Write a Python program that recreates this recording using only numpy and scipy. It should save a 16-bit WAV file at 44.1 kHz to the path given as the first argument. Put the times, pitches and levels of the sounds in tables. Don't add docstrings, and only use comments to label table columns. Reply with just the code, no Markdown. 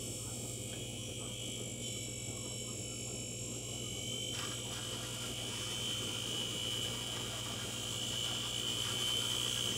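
import sys
import numpy as np
from scipy import signal
from scipy.fft import rfft, irfft
from scipy.io import wavfile
from scipy.ndimage import uniform_filter1d, map_coordinates

SR = 44100
rng = np.random.default_rng(int(sys.argv[2]) if len(sys.argv) > 2 else 0)


def materialize(psi):
    bounded = np.clip(np.atleast_2d(psi).T, -1, 1)
    quanta = np.round(bounded * 32767).astype(np.int16)
    wavfile.write(sys.argv[1], SR, quanta)


N = 430857
TIME = np.arange(N) / SR
TAPS = 8192
BINS = np.fft.rfftfreq(TAPS, 1 / SR)

# [t/s, share 0-1]
DAMPED = [(.55, 0), (.75, .8), (1.1, 1), (1.5, .6), (1.9, 0)]
# [f/Hz, level/dB per Hz]
FROTH = [(200, -13), (700, -8.5), (1300, -7.5), (2000, -9), (3000, 1.5), (4200, -8.5), (5200, -1),
         (7000, -13), (10000, -14), (12000, -21), (13600, -26), (15300, -22)]
# [f/Hz, width/Hz, level/dB]
MUG = [(950, 165, -3.5), (1186, 72, 2.5), (1396, 85, 1), (1627, 66, -0.5), (1930, 130, -5)]


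def gain_of(db):
    return 10 ** (np.asarray(db) / 20)


def evened(x):
    return x / np.sqrt(np.mean(x ** 2) + 1e-20)


def steadied(x, size=8000):
    power = uniform_filter1d(uniform_filter1d(x ** 2, size), size)
    return x / np.sqrt(power + 1e-20)


def curves(rows):
    s, *columns = np.transpose(rows)
    return [np.interp(TIME, s, column) for column in columns]


def wander(rate_hz, size=4096):
    hz = np.fft.rfftfreq(size, TIME[-1] / size)
    spectrum = rfft(rng.standard_normal(size)) / (1 + (hz / rate_hz) ** 4)
    slow = irfft(spectrum, size)
    return evened(np.interp(TIME, np.linspace(0, TIME[-1], size), slow))


def colour(x, gain):
    log_gain = np.log(np.maximum(gain / gain.max(), 1e-5))
    circle = np.r_[log_gain, log_gain[-2:0:-1]]
    response = np.fft.ifft(np.exp(np.conj(signal.hilbert(circle)))).real
    return evened(signal.oaconvolve(x, response[:TAPS // 2])[:N])


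def ring(x, gain):
    return np.linalg.norm(gain) * colour(x, gain)


def slope(points):
    hz, db = np.transpose(points)
    return gain_of(np.interp(np.log(BINS + 1), np.log(hz), db))


def peaks(modes):
    power = sum(gain_of(db) ** 2 / (1 + ((BINS - hz) / width) ** 2 * 2) ** 2 for hz, width, db in modes)
    return np.sqrt(power)


def fine_modes(size=24):
    ripple = evened(uniform_filter1d(uniform_filter1d(rng.standard_normal(len(BINS)), size), size))
    return gain_of(1.7 * ripple * np.clip(BINS / 5000, 0, 1))


def scratch(turns, crowding, bump_db, bump_width, bump_place=.9, count=5, size=4096, order=340):
    angle = np.arange(size) / size
    crossings = np.exp(crowding * np.cos(2 * np.pi * 6 * (angle - bump_place)))
    bump = np.exp(-(np.sin(np.pi * (angle - bump_place)) / (np.pi * bump_width)) ** 2)
    lean = gain_of(bump_db * bump)
    z = rfft(rng.standard_normal((count, size)) * crossings * lean)[:, :order]
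    favoured = evened(uniform_filter1d(rng.standard_normal((count, order)), size=2, axis=1))
    strength = gain_of(4.6 * favoured * np.minimum(np.arange(order) / 100, 1))
    patterns = irfft(strength * z / abs(z), size) * np.sqrt(lean)
    wear, place = np.linspace(0, count - 1, N), turns % 1 * size
    return evened(map_coordinates(patterns, [wear, place], order=1, mode="grid-wrap"))


def motor_levels(faster, air, low):
    # [t/s, level/dB]
    brush_pressure = [(1.6, 3.5), (2.1, 0), (3.6, 0), (6.8, 0.5), (7.5, -0.5), (8.1, 2), (9.2, 0),
                      (9.77, -1)]
    growth_db = .6531 * faster
    free_db, low_db = -3.5 * air, -5.5 * low
    buzz_db = -45 + growth_db + free_db + low_db + curves(brush_pressure)[0]
    swing = air / (air + .44)
    rattle_db = -44 + .54 * faster + 20 * np.log10(swing + 1e-6)
    return buzz_db, rattle_db


def brushes(turns, level_db, air, unsteady, flicker_db=0.63):
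    # [f/Hz, width/Hz, loaded level/dB, pressed-down level/dB, running-free level/dB]
    case_modes = [(2283, 57, 2.5, 5, 3), (2483, 118, -3, 9.5, -2), (2977, 163, -3, -2, 10.5),
                  (3347, 280, -4, 2, 3.5), (3795, 98, -10, -12, -2), (4586, 790, -15.5, -17, -8),
                  (5450, 150, -6, -3, -19), (6070, 820, -9, -6, -3), (6644, 117, -3, -5, -0.5),
                  (7133, 250, 0, -18, 1), (7590, 440, 1, -6, -27), (7640, 1280, -23, 1.5, -4.5),
                  (9560, 750, -12, -11, -12), (10130, 400, -10.5, -7.5, -11.5),
                  (11340, 900, -16.5, -12.5, -15), (15260, 1400, -29.5, -23, -17.5),
                  (8070, 140, -2, 1, -2.5), (8660, 93, -9, -2, -25)]
    pushed_db = -2
    states = np.zeros((3, N))
    ripples = [fine_modes() for _ in states]
    for bar in range(3):
        grit = scratch(turns, crowding=.55, bump_db=4.2, bump_width=.09, bump_place=1.1 - .2 * bar, count=14)
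        grit = grit + unsteady * np.diff(grit * rng.standard_normal(N), prepend=0)
        grit = grit * gain_of(.6 * wander(40))
        hz, width, *levels = np.transpose(case_modes[bar::3])
        states += [ring(grit, ripple * peaks(zip(hz, width, db))) for ripple, db in zip(ripples, levels)]
    loaded, gripped, free = map(evened, states)
    damped, = curves(DAMPED)
    in_milk = (1 - damped) * loaded + damped * gripped
    buzz = steadied((1 - air) * in_milk + air * free)
    return gain_of(level_db + pushed_db * damped + flicker_db * wander(22)) * buzz


def singing(turns, speed, buzz_db, low, pushed, steady_db=1, waver_db=2.2):
    # [multiple, pressed-down level/dB re the buzz, mid-depth level/dB re the buzz]
    orders = [(46, -18, -30), (48, -26, -18), (52, -16, -24), (57, -19, -18), (58, -9, -22), (60, -15, -30),
              (61, -18, -32), (64, -13, -9), (66, -8.5, -28), (67, -14, -30), (70, -19, -21),
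              (72, -28, -18), (83, -34, -20), (117, -26, -12.5), (141, -19, -15), (143, -18, -18),
              (151, -16, -17), (159, -22, -13), (160, -20, -9), (161, -22, -14)]
    # [t/s, level/dB]
    song_level = [(.7, -5), (1.1, -8.5), (1.6, -0.5), (2.2, -0.5), (3.3, -1.5), (3.9, -1.5), (4.5, -1),
                  (4.75, -5), (5.4, -12), (9.77, -39)]
    whine_hz, half_width_hz, boost = 3078, 30, 1.4
    pressed = low * np.minimum(2 * pushed ** 2, 1)
    tones = np.zeros(N)
    for k, pressed_db, lifted_db in orders:
        strength = pressed * gain_of(pressed_db) + (1 - low) * gain_of(lifted_db)
        resonance = 1 + boost / (1 + ((k * speed - whine_hz) / half_width_hz) ** 2)
        slip = .09 * low * wander(9)
        waver = gain_of((steady_db + low * waver_db) * wander(19))
        tone = np.sin(2 * np.pi * (k * turns + slip + rng.random()))
        tones += strength * resonance * waver * tone
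    return gain_of(buzz_db + curves(song_level)[0]) * np.sqrt(2) * tones


def rattle(turns, level_db, loose, damping=2.2, chatter_share=.55):
    # [f/Hz, width/Hz, level/dB]
    handle_modes = [(2350, 95, -18), (2445, 75, -12.5), (2850, 150, -9.5), (2956, 150, -6.5),
                    (3082, 52, 5.5), (3124, 64, 0), (3314, 71, -7)]
    # [place in the turn 0-1, level/dB]
    knock_rows = [(.08, -6), (.37, -13), (.55, -13), (.77, 0)]
    knocks = np.zeros(N)
    for place, db in knock_rows:
        drift = .004 * (db < 0) * wander(1.5)
        offset = (turns - place - drift + .5) % 1 - .5
        knocks += gain_of(db) * np.exp(-(offset / .002) ** 2)
    chatter = scratch(turns, crowding=.3, bump_db=1, bump_width=.15, count=16)
    drive = evened(knocks * gain_of(.6 * wander(40))) + chatter_share * chatter
    ringing = evened(colour(drive, peaks(handle_modes)))
    damped_modes = [(hz, width * damping, db) for hz, width, db in handle_modes]
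    rubbing = steadied(colour(chatter, fine_modes() * peaks(damped_modes)))
    return gain_of(level_db) * (np.sqrt(loose) * ringing + np.sqrt(1 - loose) * rubbing)


def squeak(turns):
    # [t/s, level/dB]
    squeak_level = [(0, -49), (.5, -49), (.7, -52), (.85, -72), (1.3, -68), (2, -59), (8, -66), (9.77, -72)]
    # [f/Hz, width/Hz, level/dB]
    bearing_modes = [(7760, 540, 1), (8280, 580, 2), (11400, 470, -10.5), (15100, 480, -11)]
    rub = scratch(turns, crowding=.9, bump_db=4.2, bump_width=.08)
    rub = rub * (1 + .25 * rng.standard_normal(N))
    chirps = steadied(colour(rub, fine_modes() * peaks(bearing_modes)))
    return gain_of(curves(squeak_level)[0]) * chirps


def squeals(turns, rough=0.42):
    # [start t/s, end t/s, level/dB, f/Hz, width/Hz]
    squeal_rows = [(0.617, .78, -57, 7940, 250), (.73, .92, -57, 7050, 300), (.8, 1.17, -64, 10140, 220),
                   (0.97, 1.18, -60, 5800, 380), (1.16, 1.32, -51, 8000, 250.4),
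                   (1.3, 1.85, -52, 7580, 300)]
    rub = scratch(turns, crowding=.7, bump_db=4, bump_width=.1)
    rub = rub * (1 + rough * rng.standard_normal(N))
    out = np.zeros(N)
    for start, end, db, hz, width in squeal_rows:
        progress = np.clip((TIME - start) / (end - start), 0, 1)
        swell = np.sqrt(abs(np.sin(np.pi * progress)))
        out += gain_of(db) * swell * steadied(colour(rub, peaks([(hz, width, 0)])))
    return out


def tap():
    # [f/Hz, level/dB, t60/s]
    tap_modes = [(1540, -50, .05), (1680, -56, .17), (1850, -61, .08), (3230, -41, .045), (4330, -52, .02)]
    t = np.maximum(TIME - .7305, 0)
    return sum(gain_of(db - 60 * t / t60) * np.sin(2 * np.pi * hz * t) for hz, db, t60 in tap_modes)


def bubbles(turns, per_s=3000):
    sizes = gain_of(2.8 * np.minimum(rng.exponential(1, N), 4))
    bursts = rng.choice([-1, 1], N) * (rng.random(N) < per_s / SR)
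    return sizes * bursts * gain_of(-2 * np.cos(2 * np.pi * turns))


def churning(turns, churn_db, spray_db=4, lumps_db=3.0):
    lumps = gain_of(lumps_db * np.tanh(wander(20)))
    spray = colour(bubbles(turns) * lumps, slope(FROTH))
    gurgle = np.zeros(N)
    for mode in MUG:
        own_swell = gain_of(4 * np.tanh(wander(11)))
        gurgle += ring(bubbles(turns) * lumps * own_swell, peaks([mode]))
    return gain_of(churn_db) * (evened(gurgle) + gain_of(spray_db) * spray)


def swirling(churn_db, with_churn_db=-7):
    # [f/Hz, level/dB per Hz]
    swirl_spectrum = [(300, -5), (650, 7), (900, -2.5), (1080, 2.5), (1300, 7), (1480, -5), (2000, -33),
                      (3000, -22), (16000, -42)]
    swirl = np.zeros(N)
    for hz in np.geomspace(680, 1600, num=11):
        swell = gain_of(6 * wander(9))
        swirl += ring(rng.standard_normal(N), slope(swirl_spectrum) * peaks([(hz, 50, 0)])) * swell
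    calm = gain_of(-69.5 + 4.5 * wander(9.7))
    level = np.hypot(calm, gain_of(churn_db + with_churn_db))
    return level * steadied(swirl, size=4000)


def swells(rows, width_hz, length_s, size=16000):
    t, out = (np.arange(size) - size // 2) / SR, np.zeros(N + size)
    for s, db, hz in rows:
        pocket = colour(rng.standard_normal(size), peaks([(hz, width_hz, 0)]))[:size]
        pocket = steadied(pocket, size=1500)
        out[round(s * SR):][:size] += gain_of(db) * np.exp(-(t / length_s) ** 2) * pocket
    return out[size // 2:][:N]


def gulps():
    # [t/s, level/dB, f/Hz]
    gulp_rows = [(0.23, -66, 1070), (0.24, -65, 1270), (0.471, -68, 1230), (0.7, -70, 1310),
                 (1.02, -66, 1060), (2.39, -60, 1100), (2.48, -64, 990), (2.69, -63, 1050),
                 (2.919, -69, 1370), (3.18, -69, 1030), (3.22, -71, 1280), (3.49, -65, 1060),
                 (3.69, -63, 1074)]
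    # [t/s, level/dB]
    slosh_rows = [(.35, -59.5), (.45, -59), (.72, -61), (.92, -60.5), (2.33, -60), (3.1, -58), (3.3, -69),
                  (3.62, -62), (3.75, -60), (4.0, -60.5), (4.7, -56), (5, -59), (5.25, -61), (5.43, -55),
                  (6.88, -60), (7.1, -55), (7.35, -53), (7.52, -54), (7.7, -55.5), (7.84, -58), (8.05, -57),
                  (8.33, -53), (8.55, -57)]
    slosh_hz = 695
    small = swells(gulp_rows, width_hz=55, length_s=.047)
    large = swells([(s, db, slosh_hz) for s, db in slosh_rows], width_hz=140, length_s=.055)
    return small + large


def splashes(size=9000):
    # [t/s, level/dB before the mix and soft start, f/Hz, t60/s, spray share 0-1]
    splash_rows = [(4.346, -35, 1640, 0.054, .9), (4.388, -30, 1190, 0.048, 0.94),
                   (4.432, -33, 1170, .034, 0.6), (4.45, -33, 1670, 0.041, .8),
                   (4.472, -37, 1170, 0.034, .6), (4.515, -35, 1350, 0.046, 1),
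                   (4.76, -41, 1460, 0.036, 0.2), (4.8, -39, 1420, .033, 0.2),
                   (4.922, -35, 1070, 0.03, .84), (6.03, -37, 1180, 0.045, 0.43),
                   (8.289, -39, 1400, 0.046, 0.5), (8.308, -37, 1164, 0.069, 0.46),
                   (8.779, -39, 1187, 0.047, 0.5), (9.081, -39, 1180, 0.041, .4),
                   (9.134, -40, 1190, .05, .4)]
    attack_s, mug_db = .0008, 1
    t, out = np.arange(size) / SR, np.zeros(N + size)
    spray = colour(rng.standard_normal(N), np.hypot(slope(FROTH), gain_of(mug_db) * peaks(MUG)))
    for s, db, hz, t60, share in splash_rows:
        at = round(s * SR)
        drop = (1 - share) * np.sin(2 * np.pi * hz * t) + .5 * share * spray[at:at + size]
        out[at:at + size] += gain_of(db - 60 * t / t60) * (1 - np.exp(-t / attack_s)) * drop
    return out[:N]


def walls(x, size=11000):
    t, t60 = np.arange(size) / SR, .25
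    tail = rng.standard_normal(size) * gain_of(-60 * t / t60) * (t > .004)
    return signal.oaconvolve(x, tail / np.linalg.norm(tail))[:N]


def kitchen(rumble_db=-51.0, hum_db=-2.5, waver_rad=0.42, swell_db=2.5):
    # [f/Hz, level/dB per Hz]
    room_spectrum = [(20, -20), (38, -13), (55, -3), (85, -3), (102, 7), (135, -3), (190, 2), (330, 0),
                     (440, 1), (580, -6), (760, -16), (1000, -23), (1700, -30), (15000, -40)]
    # [f/Hz, level/dB before hum_db]
    hum_lines = [(59.1, -57.5), (102.1, -55), (119.9, -47.5), (204.2, -58.5), (236.3, -59), (239.8, -58.5),
                 (295.4, -65), (306.2, -59), (357, -63), (359.7, -61.5), (408.2, -63), (510.3, -55.5),
                 (612.3, -67), (695, -71)]
    rumble = colour(rng.standard_normal(N), slope(room_spectrum)) * gain_of(swell_db * wander(15.5))
    waver = waver_rad * wander(1.38)
    hum = np.zeros(N)
    for hz, db in hum_lines:
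        hum += gain_of(db) * np.sin(2 * np.pi * (hz * TIME + rng.random()) + waver * hz / 300)
    return gain_of(rumble_db) * rumble + gain_of(hum_db) * np.sqrt(2) * hum


def scene():
    # [t/s, turns a second]
    speed_rows = [(0.0, 49.66), (0.12, 50.13), (0.48, 50.2), (0.68, 49.3), (0.84, 50.04), (1.1, 50.44),
                  (1.24, 49.17), (1.32, 50.0), (1.48, 50.58), (1.64, 49.94), (1.9, 47.54), (2.12, 46.86),
                  (2.62, 47.22), (2.9, 46.72), (3.06, 46.91), (3.22, 46.69), (3.94, 47.27), (4.14, 48.14),
                  (4.24, 48.0), (4.58, 48.53), (4.78, 50.21), (4.96, 50.53), (5.14, 51.64), (5.24, 52.56),
                  (5.38, 52.85), (5.48, 54.38), (5.76, 54.29), (5.88, 55.06), (6.08, 54.33), (6.36, 56.12),
                  (6.52, 55.6), (6.74, 56.19), (6.84, 56.04), (7.04, 54.95), (7.56, 54.01), (7.82, 54.64),
                  (8.08, 56.51), (8.18, 56.97), (8.26, 56.95), (8.38, 56.27), (8.5, 56.6), (8.82, 59.51),
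                  (8.94, 59.94), (9.02, 59.87), (9.14, 60.27), (9.38, 61.91), (9.54, 62.23), (9.78, 61.06)]
    # [t/s, share 0-1]
    air_rows = [(.55, 0.12), (.85, 0.18), (1.5, 0.22), (2, 0.06), (3.3, 0.03), (3.8, 0.3), (4.3, 0.34),
                (4.55, 0.32), (4.75, 0.55), (5.3, 0.75), (9.77, 1)]
    # [t/s, level/dB]
    churn_rows = [(4.3, -88), (4.34, -54.5), (4.52, -55.5), (4.62, -66), (4.74, -54.5), (5.4, -58),
                  (5.7, -55.5), (6.1, -57.5), (7.2, -55.5), (7.7, -55.5), (7.95, -58.5), (8.3, -54.5),
                  (8.6, -56), (8.85, -52), (9.2, -53.5), (9.77, -55.5)]
    inertia_s = .05
    usual_speed, top_speed = 50, 63.1
    lift_from_s, lift_to_s = 1.78, 1.87

    speed = uniform_filter1d(curves(speed_rows)[0], max(round(inertia_s * SR), 1))
    faster = np.minimum(speed, top_speed) - usual_speed
    air = np.clip(curves(air_rows)[0], 0, 1)
    pushed, = curves(DAMPED)
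    unsteady = .34 + .55 * pushed + .32 * air
    tug = .0024 * unsteady * wander(16)
    turns = np.cumsum(speed * (1 + tug)) / SR
    low = np.interp(TIME, [lift_from_s, lift_to_s], [1, 0])
    loose = np.interp(air, [.31, .56], [0, 1])

    buzz_db, rattle_db = motor_levels(faster, air, low)
    motor = brushes(turns, buzz_db, air, unsteady) + singing(turns, speed, buzz_db, low, pushed)
    motor += rattle(turns, rattle_db, loose) + squeak(turns) + squeals(turns)
    churn_db, = curves(churn_rows)
    milk = churning(turns, churn_db) + swirling(churn_db) + gulps() + splashes()
    frother = motor + tap() + milk
    echo = gain_of(-11) * walls(frother)
    return (frother + echo + kitchen())[None]


def record(dry):
    edge_hz = 15750
    low_pass = signal.firwin(511, edge_hz, window=("kaiser", 9), fs=SR)
    return signal.oaconvolve(dry, low_pass[None], "same")


dry = scene()
out = record(dry)
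materialize(out)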